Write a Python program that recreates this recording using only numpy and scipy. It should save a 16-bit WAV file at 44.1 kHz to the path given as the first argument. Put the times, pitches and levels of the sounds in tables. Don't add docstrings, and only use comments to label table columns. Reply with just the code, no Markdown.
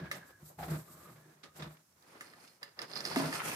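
import sys
import numpy as np
from scipy import signal
from scipy.fft import rfft, irfft
from scipy.io import wavfile

SR = 44100
rng = np.random.default_rng(int(sys.argv[2]) if len(sys.argv) > 2 else 0)


def gain_from_db(level_db):
    decades = np.asarray(level_db, float) / 20
    return 10 ** decades


def store_pcm(level_fs):
    pcm = np.round(np.clip(level_fs, -1, 1) * 32767).astype(np.int16)
    wavfile.write(sys.argv[1], SR, np.atleast_2d(pcm).T)


N = 156555


def rms_one(x):
    return x / np.sqrt(np.mean(x ** 2) + 1e-20)


def cut(x, hz, kind, order=2):
    return signal.sosfilt(signal.butter(order, hz, kind, fs=SR, output="sos"), x)


def at_hz(points):
    hz, value = np.transpose(points)
    return np.interp(np.log(np.fft.rfftfreq(N, 1 / SR) + 1), np.log(hz), value)


def drift(rate_hz):
    step = 40
    r = np.exp(-2 * np.pi * step * rate_hz / SR)
    noise = rng.standard_normal(N // step + 2002)
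    slow = signal.lfilter([1], [1, -2 * r, r * r], noise)[2000:]
    return np.interp(np.arange(N) / step, np.arange(len(slow)), rms_one(slow))


def ring(clicks, hz, t60_s):
    r, w = gain_from_db(-60 / (t60_s * SR)), 2 * np.pi * hz / SR
    return signal.lfilter([0, np.sin(w)], [1, -2 * r * np.cos(w), r * r], clicks + 1e-18)


def body(drive, modes):
    return sum((-1) ** k * gain_from_db(db) * ring(drive, hz, t60_s) for k, (hz, db, t60_s) in enumerate(modes))


def touch(s, db, contact_ms):
    out, size = np.zeros(N + SR), max(int(contact_ms * SR / 1000), 1)
    push = np.sin(np.pi * (np.arange(size) + .5) / size)
    start = int(s * SR)
    out[start:start + size] = gain_from_db(db) * push / push.sum()
    return out[:N]


def strokes(rows):
    crest_shape = 1.57
    t, power = np.arange(N) / SR, 0
    for s, rise_s, fall_s, *db in rows:
        away = np.where(t < s, (s - t) / rise_s, (t - s) / fall_s)
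        power = power + gain_from_db(np.array(db)[:, None] - 20 * away ** crest_shape) ** 2
    return np.sqrt(power)


def hiss(spectrum, lumpy_db, rate_hz):
    alike_below_hz = 510
    mid, side = rfft(rng.standard_normal((2, N)) * gain_from_db(lumpy_db * drift(rate_hz)))
    alike = 1 / (1 + (np.fft.rfftfreq(N, 1 / SR) / alike_below_hz) ** 3)
    ripple_db = 3 * drift(2)[:N // 2 + 1]
    both = np.sqrt(1 + alike) * mid + np.sqrt(1 - alike) * side * [[1], [-1]]
    return rms_one(irfft(gain_from_db(at_hz(spectrum) + ripple_db) * both, N))


def grains(spread_db, per_s):
    height = gain_from_db(spread_db * np.minimum(rng.exponential(1, N), 4))
    return height * rng.choice([-1, 1], N) * (rng.random(N) < per_s / SR)


# (frequency [Hz], density [dB per Hz])
AIR_COLOUR = [(40, -11.5), (80, 0.5), (160, -2), (400, -15), (1500, -15.5), (3000, -16.5), (6000, -17.5),
              (16000, -24.5)]


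def air():
    return gain_from_db(-70) * hiss(AIR_COLOUR, lumpy_db=1, rate_hz=10)


# (crest [s], rise [s], fall [s], level [dB])
SHUDDERS = [
    (.03, 0.11, .1, -42),
    (.33, 0.12, 0.087, -55),
    (.44, .03, .08, -52),
    (.61, 0.051, 0.11, -41),
    (.72, .05, .12, -51),
    (.97, .08, .15, -56),
    (1.5, .06, .08, -58),
    (1.95, 0.14, .15, -68),
    (2.8, 0.088, .1, -64),
]


def shudder():
    return strokes(SHUDDERS)[0] * rms_one(ring(rng.standard_normal(N), hz=77, t60_s=0.18))


# (crest [s], rise [s], fall [s], level [dB])
SLEEVE_STROKES = [
    (.13, 0.03, 0.1, -56.5),
    (.29, 0.056, 0.07, -61.5),
    (.485, 0.11, 0.085, -57.5),
    (.595, 0.02, 0.2, -54),
    (.708, 0.02, 0.13, -50.5),
    (.93, 0.23, 0.28, -58.5),
    (1.05, 0.2, 0.26, -62.5),
    (1.58, 0.04, 0.079, -56.5),
    (1.7, 0.069, 0.07, -61.5),
]
# (frequency [Hz], density [dB per Hz])
SLEEVE_COLOUR = [(1500, -14), (3000, -25.5), (4400, -15), (6000, -16), (11000, -14), (14500, -11.5),
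                 (16000, -46)]


def sleeve():
    return strokes(SLEEVE_STROKES) * hiss(SLEEVE_COLOUR, lumpy_db=2.5, rate_hz=11.4)


# (crest [s], rise [s], fall [s], scratch level [dB], boom level [dB])
DRAGS = [(.02, 0.34, 0.1, -48, -42.5), (.15, 0.074, 0.097, -50, -50.5), (.3, 0.22, 0.11, -60.5, -70),
         (.425, 0.035, 0.03, -60.5, -59.5), (.51, 0.021, 0.1, -68.5, -59.5), (.6, 0.024, 0.16, -48, -50.5),
         (.72, 0.069, 0.11, -46, -38), (.95, 0.19, 0.69, -61, -59.5), (1.12, 0.18, 0.1, -67, -60),
         (1.19, 0.044, 0.084, -70, -66), (1.445, 0.019, 0.08, -54.5, -67),
         (1.565, 0.032, 0.085, -60.5, -61), (1.625, 0.074, 0.084, -47, -48.5),
         (1.7, 0.065, 0.13, -58.5, -59.5), (2.15, 0.22, 0.44, -59.5, -67.5), (2.38, 0.33, 0.27, -66, -78),
         (2.65, 0.055, 0.11, -57, -86), (2.82, 0.051, 0.056, -45, -79), (2.97, 0.14, 0.13, -47.5, -59),
         (3.1, 0.25, 0.21, -46.5, -53), (3.22, 0.11, 0.17, -39.5, -39.5), (3.4, .1, 0.045, -47, -71),
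         (3.55, 0.069, 0.083, -66, -58.5)]
# (frequency [Hz], density [dB per Hz])
SCRATCH_COLOUR = [(200, -12), (380, -7.5), (700, -8.5), (1300, -8), (2200, -13), (3000, -18.5),
                  (4800, -22.5), (7500, -36.5)]
# (frequency [Hz], level [dB], t60 [s])
BOX_MODES = [(72, -0.5, 0.18), (122.2, -9.5, 0.37), (154.6, 1, 0.25), (203.4, -2.5, 0.073),
             (253, -6.5, 0.088), (345.8, -3.5, 0.12), (626.4, -6.5, 0.073)]


def drag():
    scratch, press = strokes(DRAGS)
    boom = press * rms_one(body(rng.standard_normal(N), BOX_MODES))
    return boom, scratch * hiss(SCRATCH_COLOUR, lumpy_db=2.5, rate_hz=29)


# (time [s], peak level [dB])
BOX_BUMPS = [(0.011, -25.5), (0.046, -35), (0.419, -35), (0.579, -33), (0.68, -26.5), (0.706, -21.5),
             (0.895, -39.5), (0.939, -44), (1.104, -38), (1.175, -49), (1.558, -44), (1.617, -26),
             (1.661, -31.5)]


def bumps():
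    return body(sum(touch(s, db - 11.5, contact_ms=2.9) for s, db in BOX_BUMPS), BOX_MODES)


# (start [s], length [s], frequency [Hz], width [Hz], level [dB], fade [dB per s])
FLAP_MOVES = [
    (0.001, 0.42, 1650, 60, -54, 42),
    (0.583, 0.11, 770, 54, -45, 26),
    (0.875, 0.27, 1200, 120, -64, 5),
    (1.17, .2, 1700, 60, -75, 10),
    (1.25, .09, 350, 40, -65, 20),
    (1.44, .1, 1230, 30, -66, 60),
    (3.336, 0.18, 1380, 151, -47, 18),
]


def flaps():
    t, out = np.arange(N) / SR, 0
    for s, length_s, hz, width_hz, db, fade_db_per_s in FLAP_MOVES:
        shake = rng.standard_normal(N) * gain_from_db(2.55 * drift(35))
        band = rms_one(ring(ring(shake, hz, 1 / width_hz), hz, 1 / width_hz))
        gate = np.clip(np.minimum((t - s) * 4, s + length_s - t) / 0.044, 0, 1)
        out = out + band * gain_from_db(db - fade_db_per_s * (t - s)) * gate
    return out


# (time [s], level [dB], lowest [Hz], highest [Hz], t60 [s])
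TILE_SCUFFS = [(.056, -46, 1000, 2360, 0.1), (0.112, -44.5, 900, 6130, 0.22), (.497, -54, 500, 940, 0.17),
               (.586, -46, 300, 1500, 0.12), (.703, -47, 2000, 15000, 0.074), (1.432, -49, 906, 5560, 0.13),
               (1.434, -55, 200, 350, 0.12), (1.54, -65, 500, 9000, 0.09), (1.557, -56, 837, 9100, 0.22),
               (1.595, -51.5, 900, 5000, .15), (1.62, -47.5, 910, 4800, 0.16),
               (1.768, -54, 600, 2970, 0.037), (1.9235, -66, 1200, 12000, .03),
               (2.475, -53, 1000, 6000, 0.06), (2.817, -43.5, 1500, 6000, .08),
               (3.393, -35.5, 1010, 2450, 0.19), (3.47, -39.5, 700, 1500, .1)]


def scuffs():
    attack_s = 0.0023
    out, t = np.zeros((2, N + SR)), np.arange(SR // 4) / SR
    noises = rng.standard_normal((len(TILE_SCUFFS), 2, len(t)))
    for (s, db, low_hz, high_hz, t60_s), noise in zip(TILE_SCUFFS, noises):
        grit = rms_one(cut(noise ** 3, [low_hz, high_hz], "band"))
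        start = int(s * SR)
        out[:, start:start + len(t)] += grit * gain_from_db(db - 60 * t / t60_s) * (1 - np.exp(-t / attack_s))
    return out[:, :N]


# (crest [s], rise [s], fall [s], hiss level [dB], ringing level [dB])
SLIDES = [
    (2.1, 0.09, 0.43, -67, -75),
    (2.25, 0.11, 0.21, -59, -66.5),
    (2.47, 0.16, 0.15, -62, -68),
    (2.93, 0.091, .04, -57, -54.5),
    (2.97, 0.037, 0.058, -43.5, -48),
    (3.08, 0.1, 0.35, -50, -50),
    (3.2, 0.17, 0.65, -42, -59),
    (3.34, 0.041, 0.079, -49, -49),
    (3.55, 0.18, 0.088, -36.5, -58),
]
# (frequency [Hz], density [dB per Hz])
GLIDE_COLOUR = [(2500, -3.5), (4000, -17.5), (5700, -11.5), (7000, -12.5), (9500, -9.5), (11000, -18),
                (14500, -15), (16000, -55)]
# (pitch ratio [1], level [dB], t60 [s])
EDGE_MODES = [(.72, -3.5, 0.0066), (.83, -1.5, 0.025), (.89, -1.5, 0.02), (.95, -1.5, 0.022),
              (1.032, 0, 0.016), (1.168, -13.5, 0.024)]
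GLAZE_HZ = 5100


def slide():
    fine, coarse = strokes(SLIDES)
    catches = grains(spread_db=2.4, per_s=300)
    rung = rms_one(body(catches, [(GLAZE_HZ * ratio, db, t60_s) for ratio, db, t60_s in EDGE_MODES]))
    return coarse * rung, fine * hiss(GLIDE_COLOUR, lumpy_db=2.73, rate_hz=17.4)


# (time [s], peak level [dB])
EDGE_TICKS = [(2.9151, -40.5), (2.9714, -39), (2.9794, -42), (3.0624, -36.5), (3.0844, -35), (3.1014, -40),
              (3.1144, -38), (3.1344, -43), (3.1774, -33), (3.1864, -32), (3.2044, -34), (3.2214, -41),
              (3.2585, -35.5), (3.3394, -40), (3.3533, -34), (3.3694, -46), (3.3824, -42)]


def ticks():
    out = np.zeros(N)
    for ratio, mode_db, t60_s in EDGE_MODES:
        luck_db = rng.normal(0, 4.5, len(EDGE_TICKS))
        drive = sum(touch(s, db + mode_db - 6.5 + own_db, contact_ms=.05)
                    for (s, db), own_db in zip(EDGE_TICKS, luck_db))
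        out += ring(drive, GLAZE_HZ * ratio, t60_s)
    return out


# (crest [s], rise [s], fall [s], level [dB])
GRINDS = [
    (3.0, 0.1, 0.08, -61.5),
    (3.12, 0.049, 0.17, -49.5),
    (3.27, 0.083, 0.089, -60),
    (3.36, 0.068, 0.1, -43),
    (3.42, .05, 0.073, -54),
    (3.52, 0.085, .1, -45.5),
]


def chatter():
    knocks = grains(spread_db=4.9, per_s=500)
    dealt = rng.integers(0, 12, N)
    pitches_hz = np.geomspace(900, 3600, num=12)
    faces = sum(ring(knocks * (dealt == k), hz, 31.0 / hz) for k, hz in enumerate(pitches_hz))
    return strokes(GRINDS)[0] * rms_one(faces)


# (time [s], level [dB], contact [ms])
STACK_THUDS = [
    (3.161, -32.5, 0.4),
    (3.166, -18, 1.28),
    (3.199, -26, 0.96),
    (3.221, -33, 0.95),
    (3.254, -30.5, 1.26),
    (3.285, -33, 1.2),
]
# (frequency [Hz], level [dB], t60 [s])
STACK_MODES = [(260.4, -0.5, 0.098), (430, -2, 0.012), (648, -4, 0.062), (1016, 3, 0.041), (1220, -15, .03),
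               (1676, 6.5, 0.073)]


def thuds():
    return body(sum(touch(*hit) for hit in STACK_THUDS), STACK_MODES)


# (time [s], peak level [dB], edge pitch [Hz], face over edge [dB], grit over edge [dB])
TILE_CLACKS = [(0.1142, -37.5, 4520, 7, 8.5), (1.4355, -44, 4500, -7, -22), (1.6222, -38.5, 4160, -8, -21),
               (2.0248, -55, 4660, -21, 0.5), (2.2091, -50, 4400, 10, 13.5), (2.3354, -55, 4620, 3.5, -10),
               (2.63, -33, 4720, -5.5, -6), (2.791, -29.5, 4930, -7.5, -13), (2.817, -32, 4920, -21.5, -4),
               (2.903, -44, 5000, -17, -16), (2.9348, -32, 4780, -17, -24), (2.9562, -29, 5230, -16.5, -22),
               (2.9635, -28.5, 5010, -15.5, -32), (3.005, -29.5, 5400, -14, -7.5),
               (3.0521, -23.5, 5410, -13, -9), (3.0726, -36, 5100, -20, -27),
               (3.1603, -41.5, 4540, 14, 13.5), (3.1715, -31.5, 5030, -22, -7), (3.3274, -39, 4720, 7, 0)]
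# (frequency [Hz], level [dB], t60 [s])
FACE_MODES = [(559.4, -5.5, 0.13), (2710, -3, 0.033), (1200, -1, 0.032), (1690, -1.5, 0.04),
              (1774, 7, 0.051), (2040, 11, 0.0082)]


def clacks():
    clack_gain_db, face_gain_db, grit_gain_db, grit_t60_s = -2, -2, -4, .06
    out, t = np.zeros(N + SR), np.arange(SR // 5) / SR
    luck_db = rng.normal(0, 1.4, (len(TILE_CLACKS), 16))
    sand = rng.standard_normal((len(TILE_CLACKS), len(t)))
    click = np.exp(-t * SR / 1.74) / 4
    click = click + np.roll(click, 26) + np.roll(click, 62)
    for (s, db, hz, face_db, grit_db), own_db, noise in zip(TILE_CLACKS, luck_db, sand):
        edge = body(click, [(hz * ratio, mode_db + o, t60_s)
                            for (ratio, mode_db, t60_s), o in zip(EDGE_MODES, own_db)])
        face = body(click, [(f, mode_db + o + face_db + face_gain_db, t60_s)
                            for (f, mode_db, t60_s), o in zip(FACE_MODES, own_db[6:])])
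        grit = cut(noise, [2500, 11000], "band", order=1)
        grit = grit * gain_from_db(grit_gain_db + grit_db - 60 * t / grit_t60_s)
        start = int(s * SR) - 30
        out[start:start + len(t)] += gain_from_db(db + clack_gain_db) * (edge + face + grit)
    return out[:N]


def room(x):
    t60_s, wall_cut_hz, buildup_s = .28, 6000, 0.0017
    t = np.arange(SR // 2) / SR
    noise = rng.standard_normal((2, len(t))) * (1 - np.exp(-t / buildup_s))
    dull = cut(noise, wall_cut_hz, "low", order=1)
    tail = dull * gain_from_db(-60 * t / t60_s) + (noise - dull) * gain_from_db(-100 * t / t60_s)
    return signal.fftconvolve(x[None], rms_one(tail) / np.sqrt(len(t)))[:, :N]


def scene():
    boom, scratch = drag()
    boom = boom + bumps() + flaps()
    rung, glide = slide()
    tiles = clacks() + thuds() + rung + ticks() + chatter()
    wet = cut(room(gain_from_db(-8) * tiles + gain_from_db(-14) * boom), 266, "high")
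    solid = boom + np.array([np.roll(tiles, 8), tiles]) + wet
    return solid + scratch + glide + sleeve() + air() + scuffs() + shudder()


def band_limit(x):
    return signal.sosfilt(signal.butter(12, 15830, fs=SR, output="sos"), x)


# (frequency [Hz], left minus right [dB])
PORT_TILT = [(300, -0.5), (700, 1), (2000, -1), (3300, -2.5), (5000, -17), (6500, -4.5), (12000, 2)]


def record(dry):
    tilt = gain_from_db(at_hz(PORT_TILT) / 2 * np.array([[1], [-1]]))
    heard = irfft(rfft(dry) * tilt / np.sqrt(np.mean(tilt ** 2, axis=0)), N)
    heard = cut(heard, 125.6, "high", order=3)
    heard = cut(heard, 15600, "low", order=16)
    return band_limit(heard)


dry = scene()
out = record(dry)
store_pcm(out)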